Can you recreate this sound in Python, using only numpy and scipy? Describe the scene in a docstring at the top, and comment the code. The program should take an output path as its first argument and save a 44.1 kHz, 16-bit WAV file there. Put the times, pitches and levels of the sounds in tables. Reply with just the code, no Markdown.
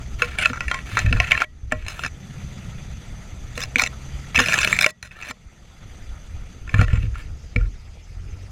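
"""An engine drones, tracks hiss in sand and wind rumbles at the microphone; soon twigs rap and scrape
a small camera case on a hand-held pole, beside a tracked vehicle pushing through brush.
Engine: wavering sine orders plus rough roar. Tracks and wind: noise shaped by spectrum tables.
Scrapes and raps: slips and blows that ring the case modes. Jolts: decaying bending modes of the pole."""
import sys
import numpy as np
from scipy import signal
from scipy.io import wavfile
from scipy.ndimage import uniform_filter1d

SR = 44100
rng = np.random.default_rng(int(sys.argv[2]) if len(sys.argv) > 2 else 0)


def log_audio(samples):
    """Write samples as a 16-bit WAV file to the path given in sys.argv[1]."""
    # one column per channel
    frames = np.atleast_2d(samples).T
    # limit to full scale, then quantise
    limited = np.clip(frames, -1, 1)
    pcm = np.round(limited * 32767).astype(np.int16)
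    wavfile.write(sys.argv[1], SR, pcm)


N = 375291

# Running gear spectrum, tracks, fan and casing heard through the case: (frequency [Hz], level [dB])
GEAR_SPECTRUM = [(120, -24.5), (200, 4), (268, -14), (725, -14), (1110, -22), (1310, -12.5), (1540, -20),
                 (1960, -15), (3400, -22), (5390, -31), (6130, -20), (7930, -31), (13300, -41.5),
                 (15400, -51), (16300, -73.5)]
# Humps added to it at the side of the vehicle: (centre [Hz], width [Hz], height [dB])
GEAR_SIDE_HUMPS = [(1310, 160, 1), (3450, 71, 7), (4730, 390, 7.5), (6140, 350, 4)]
# Wind spectrum: (frequency [Hz], level [dB])
WIND_SPECTRUM = [(8.8, -24.5), (15, 0), (37, 4.5), (83, 0.5), (126, -10.5), (162, -25), (196, -20.5),
                 (500, -31), (650, -65), (1100, -120)]
# Wind strength at the microphone: (time [s], level [dB])
GUSTS = [(0, -34.5), (.9, -36), (1.12, -28.5), (1.3, -34), (1.8, -21.5), (2.15, -36), (4.3, -38.5),
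         (5.7, -39.5), (6.2, -35.5), (6.65, -36), (6.9, -28), (7.2, -34.5), (7.8, -39), (8.51, -41)]
# Engine course: (time [s], half the firing rate [Hz], level [dB])
ENGINE_COURSE = [(0, 62, -40), (.6, 63.5, -41), (1.6, 67.8, -40), (2.2, 67.14, -37.5), (2.9, 61.7, -41.5),
                 (3.4, 59.3, -43), (3.7, 62.83, -42.5), (4.4, 70.8, -41.5), (4.9, 65.73, -37.5),
                 (5.8, 55, -55), (6.5, 47.74, -49.5), (8, 40.8, -49.5), (8.2, 43, -38.5), (8.51, 48.8, -41)]
# Exhaust orders: (multiple of half the firing rate, level [dB])
EXHAUST_ORDERS = [(1, 1), (2, 1), (3, -20.5), (4, -22)]
# Background sinks around the end of two long loud scrapes: (time of reaching the lowest [s], depth [dB])
DIPS = [(1.43, -15), (4.88, -17)]
# Ringing modes of the camera case: (frequency [Hz], level [dB], undamped t60 [s])
CASE_MODES = [(501, -27.5, .12), (618, -14.5, 0.12), (727, -13.5, 0.065), (1071.4, -16.5, 0.13),
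              (1388, 0, 0.033), (1557, -7.5, 0.025), (1780, 5.5, 0.021), (1932, -21, 0.24),
              (2308, 4.5, 0.019), (2586, 1.5, 0.027), (2758, -8, 0.032), (3165, -18, 0.039),
              (3580, -10, 0.024), (4067, -10.5, 0.027), (4380, -16.5, 0.017), (5155, -16.5, 0.047),
              (5960, -11.5, 0.023), (6560, -14.5, 0.023), (7366, -10.5, 0.016), (9300, -11, 0.0042),
              (10760, -21, 0.011), (13160, -34.5, .012), (15000, -42.5, .015)]
# Branches sliding over the case: (start [s], end [s], level at start [dB], level at end [dB],
# leafiness [0 bare twigs that ring .. 1 leafy sprays that slap and damp])
SCRAPES = [(0.188, .26, -35, -36, 0.22), (0.259, .38, -38, -38.5, .02), (0.381, 0.518, -36, -35.5, 0.24),
           (0.529, 0.818, -51, -44, 0.1), (0.859, 1.003, -42, -26.5, 0.22), (0.998, 1.098, -31, -43, .05),
           (1.099, 1.446, -39.5, -31, 0.13), (1.706, 1.86, -48.5, -48, 0.07),
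           (1.865, 2.082, -38.5, -41, 0.37), (3.553, 3.654, -44, -47, 0.56), (3.757, 3.875, -50, -45, 0.61),
           (4.347, 4.53, -36, -28.5, 0.46), (4.53, 4.908, -29.5, -35.5, 0.53),
           (5.032, 5.104, -46, -63.5, 0.51), (5.102, 5.209, -51.5, -42, 0.1),
           (5.21, 5.317, -44, -32.5, 0.35), (6.698, 6.783, -48, -38, 0.062), (6.789, 6.846, -31, -35, .05),
           (6.864, 7.068, -45.5, -45.5, 0.027), (7.141, 7.199, -47.5, -36.5, 0.028),
           (7.2, 7.27, -40.5, -54, 0.034), (7.558, 7.675, -57, -60, .03)]
# Bending modes of the pole: (frequency [Hz], t60 [s])
POLE_MODES = [(43, 0.36), (62, 0.24), (80, .1), (103, 0.18), (140, 0.062), (250, 0.069), (350, 0.024),
              (484, 0.14)]
# Jolts of the pole: (time [s], level [dB], frequency where the shove works best [Hz])
JOLTS = [(.22, -20.5, 480), (.5, -14, 197), (.93, -14, 91), (1.046, -4.5, 91), (1.076, -5.5, 77.4),
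         (1.11, -7, 123), (1.126, -18.5, 251), (1.149, -7, 81.6), (1.182, -11.5, 90), (1.201, -22, 99.5),
         (1.632, -18, 66.2), (1.722, -12, 190), (3.575, -22, 320), (2.04, -29, 248), (3.759, -16.5, 244),
         (3.821, -24.5, 244), (4.377, -7.5, 177), (4.405, -11.5, 294), (5.03, -29.5, 80),
         (5.297, -30.5, 250), (6.741, -3, 111), (6.791, 1.5, 95.8), (6.814, -2.5, 129), (6.932, 0, 79),
         (6.974, -9, 91.1), (7.035, -7.5, 87), (7.081, -15, 60), (7.559, -14, 267), (7.56, -7, 94.4),
         (7.562, -22, 483), (7.575, -7, 43)]
# Twig raps that stand out: (time [s], peak of the hit [dB], favoured ring [Hz], drag re that peak [dB])
RAPS = [(.2203, -2.5, 2350, -24), (.245, -18, 2300, -33), (0.3859, -8.5, 2660, -15),
        (0.4343, -13.5, 2530, -10), (0.4572, 0, 2650, -38), (.4987, -20, 1420, -29),
        (0.5321, -17.5, 1445, -15.5), (0.606, -14, 2800, -26), (0.6812, -11.5, 2800, -24),
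        (0.7138, -8.5, 1330, -23.5), (0.743, -12.5, 1980, -22.5), (0.9706, -3.5, 1485, -17),
        (0.9903, -6.5, 2470, -30), (1.0618, -19, 1710, -17), (1.127, -5.5, 1400, -32.5),
        (1.1682, -21.5, 1400, -13.5), (1.201, 2, 2440, -34.5), (1.244, -18.5, 2460, -15.5),
        (1.3102, -8, 2550, -19.5), (1.3175, 0, 2320, -23.5), (1.351, -12.5, 1790, -23),
        (1.3761, -10, 2500, -26), (1.403, -15.5, 1900, -7.5), (1.419, -3.5, 1307, -37),
        (1.7142, -27.5, 1730, -23), (1.7211, -5, 1640, -39), (1.8648, -23.5, 2600, -25),
        (1.8827, -13.5, 1655, -26), (1.9931, -16.5, 1400, -41), (2.036, -14, 2150, -13.5),
        (2.0617, -15, 2170, -28), (3.577, -14.5, 1570, -21), (3.604, -19, 2450, -21),
        (3.616, -17.5, 2060, -13), (3.6356, -13.5, 2120, -32), (3.656, -29.5, 2050, -31),
        (3.758, -1, 2270, -27.5), (3.7834, -13, 2360, -9), (3.7953, -3, 2300, -20), (3.82, -7, 1970, -27),
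        (3.8369, -5.5, 2540, -29), (3.8625, -13.5, 2280, -13.5), (4.346, -14, 2300, -5.5),
        (4.3597, -2.5, 2600, -16), (4.378, -4.5, 2320, -28), (4.3888, -6, 1780, -6),
        (4.4038, -9, 2670, -15.5), (4.459, -9.5, 2304, -31), (4.4844, -6, 2220, -16),
        (4.532, -6.5, 2392, -8.5), (4.5446, -8.5, 2580, -15.5), (4.588, -2.5, 2550, -21.5),
        (4.615, -9, 1310, -19), (4.6303, -9.5, 2530, -10), (4.6465, -3.5, 2260, -32),
        (4.6744, -4.5, 2670, -27), (4.7278, -1.5, 2345, -26), (4.7884, -1, 2280, -28),
        (4.81, -4, 1530, -19), (4.8295, -6.5, 2320, -18), (4.8435, -.5, 2380, -28),
        (4.8627, -0.5, 1910, -47), (5.0269, -18.5, 2000, -28), (5.224, -22.5, 2570, -17),
        (5.2781, -28.5, 2380, -10.5), (5.31, -18, 1370, -43), (6.6756, -29, 1371, -28),
        (6.6931, -22.5, 2260, -34), (6.742, -10, 1375, -26.5), (6.792, -15.5, 1400, -15),
        (6.8128, -8.5, 1440, -25), (6.881, -20, 1385, -19), (6.931, -23.5, 1510, -14),
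        (7.0298, -29, 1700, -27), (7.561, -8.5, 2190, -38), (7.61, -30, 1400, -21)]

GEAR_DB, GEAR_DB_PER_OCTAVE, CRUISE_HZ = -44.5, 12, 67  # gear level at cruise, growth with engine speed
PULL_HZ_PER_S, PULL_TONE_DB, PULL_ROAR_DB = 12.8, 2.5, -6  # revving up: tones stand out, roar sinks
SINK_S, HOLD_S, RECOVER_DB_PER_S = 0.11, 0.11, 17
TREBLE_BARE_DB, TREBLE_LEAFY_DB, TREBLE_SPREAD_DB = -19.5, 7.5, 1
TICKS_PER_S, TICK_OVER_DB, TICK_SPREAD_DB, TICK_DRAG_DB = 30, 10, 4, -28
DRAG_SHORTEST_S, DRAG_LONGEST_S = .004, .048
TREBLE_FROM_HZ = 3300  # case modes above this follow the treble strength
EDGE_HZ = 16400


def amp(db):
    """Amplitude factor of a level in dB."""
    return 10 ** (np.asarray(db) / 20)


def evened(x):
    """Scale to an RMS of 1."""
    return x / np.sqrt(np.mean(x ** 2) + 1e-20)


def curve(rows):
    """Columns after the time column, sample by sample."""
    s, *columns = np.transpose(rows)
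    return [np.interp(np.arange(N) / SR, s, c) for c in columns]


def read(points, hz):
    """Spectrum table read on a log-frequency axis."""
    f, value = np.transpose(points)
    return np.interp(np.log(hz + 1), np.log(f + 1), value)


def wander(length, knot_s):
    """Slow random drift: normal knots of spread 1 joined by straight lines."""
    knots = rng.standard_normal(int(length / SR / .002) + 3)
    return np.interp(np.arange(length) / SR / max(knot_s, .002), np.arange(len(knots)), knots)


def add(mix, s, sound):
    """Add a sound at time s, cut at the end of the mix."""
    part = mix[round(s * SR):][:len(sound)]
    part += sound[:len(part)]


def noise(colour_db, size, patchy_db, flicker_db):
    """Random short-time spectra with drifting patches and a flicker common to all pitches."""
    hz = np.fft.rfftfreq(size, 1 / SR)
    real, imag, patches = rng.standard_normal((N * 4 // size + 6, len(hz), 3)).T
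    flicker = evened(uniform_filter1d(rng.standard_normal(real.shape[1]), size=3))
    patches = uniform_filter1d(patches, size=8, axis=0)  # across pitch
    patches = evened(uniform_filter1d(patches, size=10, axis=1))  # across time
    level_db = colour_db(hz)[:, None] + patchy_db * patches + flicker_db * flicker
    spectra = (real + 1j * imag) * amp(level_db)
    return evened(signal.istft(spectra, nperseg=size, noverlap=size * 3 // 4)[1][:N])


def hump(hz, centre_hz, width_hz, db):
    """Resonance-shaped rise of a spectrum, in dB."""
    return db / (1 + (2 * (hz - centre_hz) / width_hz) ** 2)


def running_gear():
    """Broadband hiss, louder with engine speed; its bands change as the pole swings round to the rear."""
    def side_db(hz):
        return read(GEAR_SPECTRUM, hz) + sum(hump(hz, *row) for row in GEAR_SIDE_HUMPS)

    def rear_db(hz):
        return read(GEAR_SPECTRUM, hz) + hump(hz, 5050., 950.0, 11.2)

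    side = noise(side_db, size=512, patchy_db=2.0, flicker_db=0.9)
    rear = noise(rear_db, size=512, patchy_db=3, flicker_db=0.5)
    swing_rad = np.pi / 2 * curve([(6.6, 0.019), (7.6, 0.9)])[0]
    level_db = GEAR_DB + GEAR_DB_PER_OCTAVE * np.log2(curve(ENGINE_COURSE)[0] / CRUISE_HZ)
    return amp(level_db) * (np.cos(swing_rad) * side + np.sin(swing_rad) * rear)


def wind():
    """Low rumble at the microphone, in short lumps on top of the gusts."""
    rumble = noise(lambda hz: read(WIND_SPECTRUM, hz), size=2048, patchy_db=2.0, flicker_db=1.2)
    return amp(curve(GUSTS)[0] + 4.2 * wander(N, 0.034)) * rumble


def engine():
    """Low exhaust orders; uneven firing makes the tones waver and a rough roar surround them."""
    hz, level_db = curve(ENGINE_COURSE)
    turns = np.cumsum(hz * (1 + 0.0088 * wander(N, .03))) / SR
    tones = np.zeros(N)
    for multiple, db in EXHAUST_ORDERS:
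        tone = np.sin(2 * np.pi * (multiple * turns + rng.random()))
        tones += amp(db + 2 * wander(N, 0.026)) * tone
    roar = amp(3.0) * wander(N, .006) * np.sin(2 * np.pi * 2.2 * turns)
    rise_hz_per_s = uniform_filter1d(np.gradient(hz), size=SR // 10) * SR
    pull = np.clip(rise_hz_per_s / PULL_HZ_PER_S, -1, 1)
    return amp(level_db) * (amp(PULL_TONE_DB * (2 * pull - 1)) * tones + amp(PULL_ROAR_DB * pull) * roar)


def dips():
    """Background gain: sinks quickly, holds, creeps back at a steady dB rate."""
    gain_db = np.zeros(N)
    for s, db in DIPS:
        release_s = s + HOLD_S
        gain_db += curve([(s - SINK_S, 0), (s, db), (release_s, db), (release_s - db / RECOVER_DB_PER_S, 0)])[0]
    return amp(gain_db)


def touch_treble_db(leafy):
    """Treble strength of a touch; leaves brighten it."""
    return TREBLE_BARE_DB + (TREBLE_LEAFY_DB - TREBLE_BARE_DB) * leafy


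def ring(x, hz, t60_s):
    """Two-pole resonator: every click in x starts a dying sine of proportional height."""
    r, w = 10 ** (-3 / (t60_s * SR)), 2 * np.pi * hz / SR
    return signal.lfilter([0, np.sin(w)], [1, -2 * r * np.cos(w), r * r], x)


def band(x, low_hz, high_hz):
    """Band-pass."""
    return signal.sosfilt(signal.butter(2, [low_hz, high_hz], "band", fs=SR, output="sos"), x)


def scrape(start_s, end_s, first_db, last_db, leafy):
    """Dense uneven slips ring the case; the touch point wanders, so modes take turns; leaves add fizz."""
    t = np.arange(start_s, end_s + .12, 1 / SR)  # room to ring out
    n = len(t)
    slips = (rng.random(n) < 4000 / SR) * rng.choice([-1, 1], n)  # 4000 per second
    slips = slips * amp(1.5 * rng.exponential(1, n).clip(0, 5))
    push = evened(slips * amp(3. * wander(n, .006))) * (t < end_s)
    push = push * amp(np.interp(t, [start_s, end_s], [first_db, last_db]))
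    treble = amp(touch_treble_db(leafy))
    fizz = band(push * treble, 3000., 9000.)
    rustle = band(push, 1300., 3000.)
    out = amp(-5.5) * fizz + amp(3.0) * rustle
    for hz, db, t60_s in CASE_MODES:
        drive = push * amp(4.8 * wander(n, .02))
        if hz > TREBLE_FROM_HZ:
            drive = drive * treble * amp(17.5)
        out += amp(db - 32.0) * ring(drive, hz, t60_s)
    return out


def ticks():
    """Small twigs: rows like RAPS, scattered at random over the scrapes, following their level."""
    rows = []
    for start_s, end_s, first_db, last_db, _ in SCRAPES:
        times_s = start_s + np.cumsum(rng.exponential(1 / TICKS_PER_S, size=24))
        levels_db = np.interp(times_s, [start_s, end_s], [first_db, last_db]) + TICK_OVER_DB
        levels_db = levels_db + TICK_SPREAD_DB * rng.standard_normal(size=24)
        favoured_hz = rng.uniform(1384.0, 2530.0, size=24)
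        for s, db, hz in zip(times_s, levels_db, favoured_hz):
            if s < end_s:
                rows.append((s, db, hz, TICK_DRAG_DB))
    return rows


def jolt(db, best_hz):
    """A soft shove sets the pole bending; the swing builds over about one cycle."""
    t = np.arange(SR // 2) / SR
    hz, t60_s = np.transpose(POLE_MODES)[:, :, None]
    reach_db = -14. * abs(np.log2(hz / best_hz))
    build = 1 - np.exp(-1.5 * hz * t)
    return (amp(db + reach_db - 60 * t / t60_s) * np.sin(2 * np.pi * hz * t) * build).sum(0)


def rap(db, treble_db, favoured_hz, drag_db, drag_s, leafy):
    """A twig cracks on the case, rattles for a few ms and drags on; where it lands decides which modes ring."""
    hz, mode_db, t60_s = np.transpose(CASE_MODES)[:, :, None]
    mode_chance, polarity, bounce_delay, bounce_force = rng.standard_normal((4, len(CASE_MODES)))
    grit = rng.standard_normal(SR // 8)
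    t = np.arange(len(grit)) / SR

    treble_lift_db = treble_db + 15.0 - 4.9 * leafy
    lift_db = np.where(hz > TREBLE_FROM_HZ, treble_lift_db, np.where(hz < 900, -3., 0))
    lift_db = lift_db + 10.55 * np.exp(-(np.log(hz / favoured_hz) / 0.068) ** 2)
    lift_db = lift_db + 3.97 * mode_chance[:, None]
    fade_db = 60 * t / t60_s * (1 + 1.2 * leafy)  # leaves damp the ring
    modes = amp(mode_db + lift_db - fade_db) * np.sin(2 * np.pi * hz * t)
    body = (modes * np.sign(polarity[:, None])).sum(0)
    # the contact itself
    crack = signal.lfilter([1, -1], [1, -1.15, .5], grit[::-1] * np.exp(-t / 0.00014))
    body = body * (1 - np.exp(-t / 0.000073)) + amp(treble_db - 0.5 + 10. * leafy) * crack

    blows, late = np.zeros(len(t)), abs(bounce_delay)  # late: in units of 2 ms
    blows[(late * .002 * SR).astype(int)] = bounce_force * np.exp(-.8 * late)
    blows[0] = 0.75
    hit = signal.fftconvolve(body, blows)

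    lumps = amp(4.3 * wander(len(t), 0.0044))
    drag = signal.fftconvolve(body, grit ** 3 * lumps * (t < drag_s))
    drag = drag / np.std(drag[:round(drag_s * SR)])
    return amp(db) * (hit / abs(hit).max() + amp(drag_db) * drag)


def scene():
    """Dipping background, then scrapes, jolts, raps and ticks."""
    mix = (running_gear() + wind() + engine()) * dips()
    for row in SCRAPES:
        add(mix, row[0], scrape(*row))
    for s, *row in JOLTS:
        add(mix, s, jolt(*row))
    _, ends_s, *_, leaves = np.transpose(SCRAPES)
    rap_times_s = np.transpose(RAPS)[0]
    for s, db, hz, drag_db in list(RAPS) + ticks():
        branch = min(np.searchsorted(ends_s, s), len(ends_s) - 1)
        next_rap_s = rap_times_s[rap_times_s > s].min(initial=N / SR)
        # drags until the next rap or the branch lets go, within limits
        drag_s = np.clip(min(next_rap_s, ends_s[branch]) - s, DRAG_SHORTEST_S, DRAG_LONGEST_S)
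        leafy = np.clip(leaves[branch], 0, 1)
        treble_db = touch_treble_db(leafy) + TREBLE_SPREAD_DB * rng.standard_normal()
        add(mix, s, rap(db, treble_db, hz, drag_db, drag_s, leafy))
    return mix[None]


def record(dry):
    """Peaks beyond full scale are cut flat; then a low-pass at the band edge."""
    clipped = np.clip(dry, -1, 1)
    low_pass = signal.firwin(511, EDGE_HZ, window=("kaiser", 9), fs=SR)
    return signal.oaconvolve(clipped, low_pass[None], "same")


dry = scene()
out = record(dry)
log_audio(out)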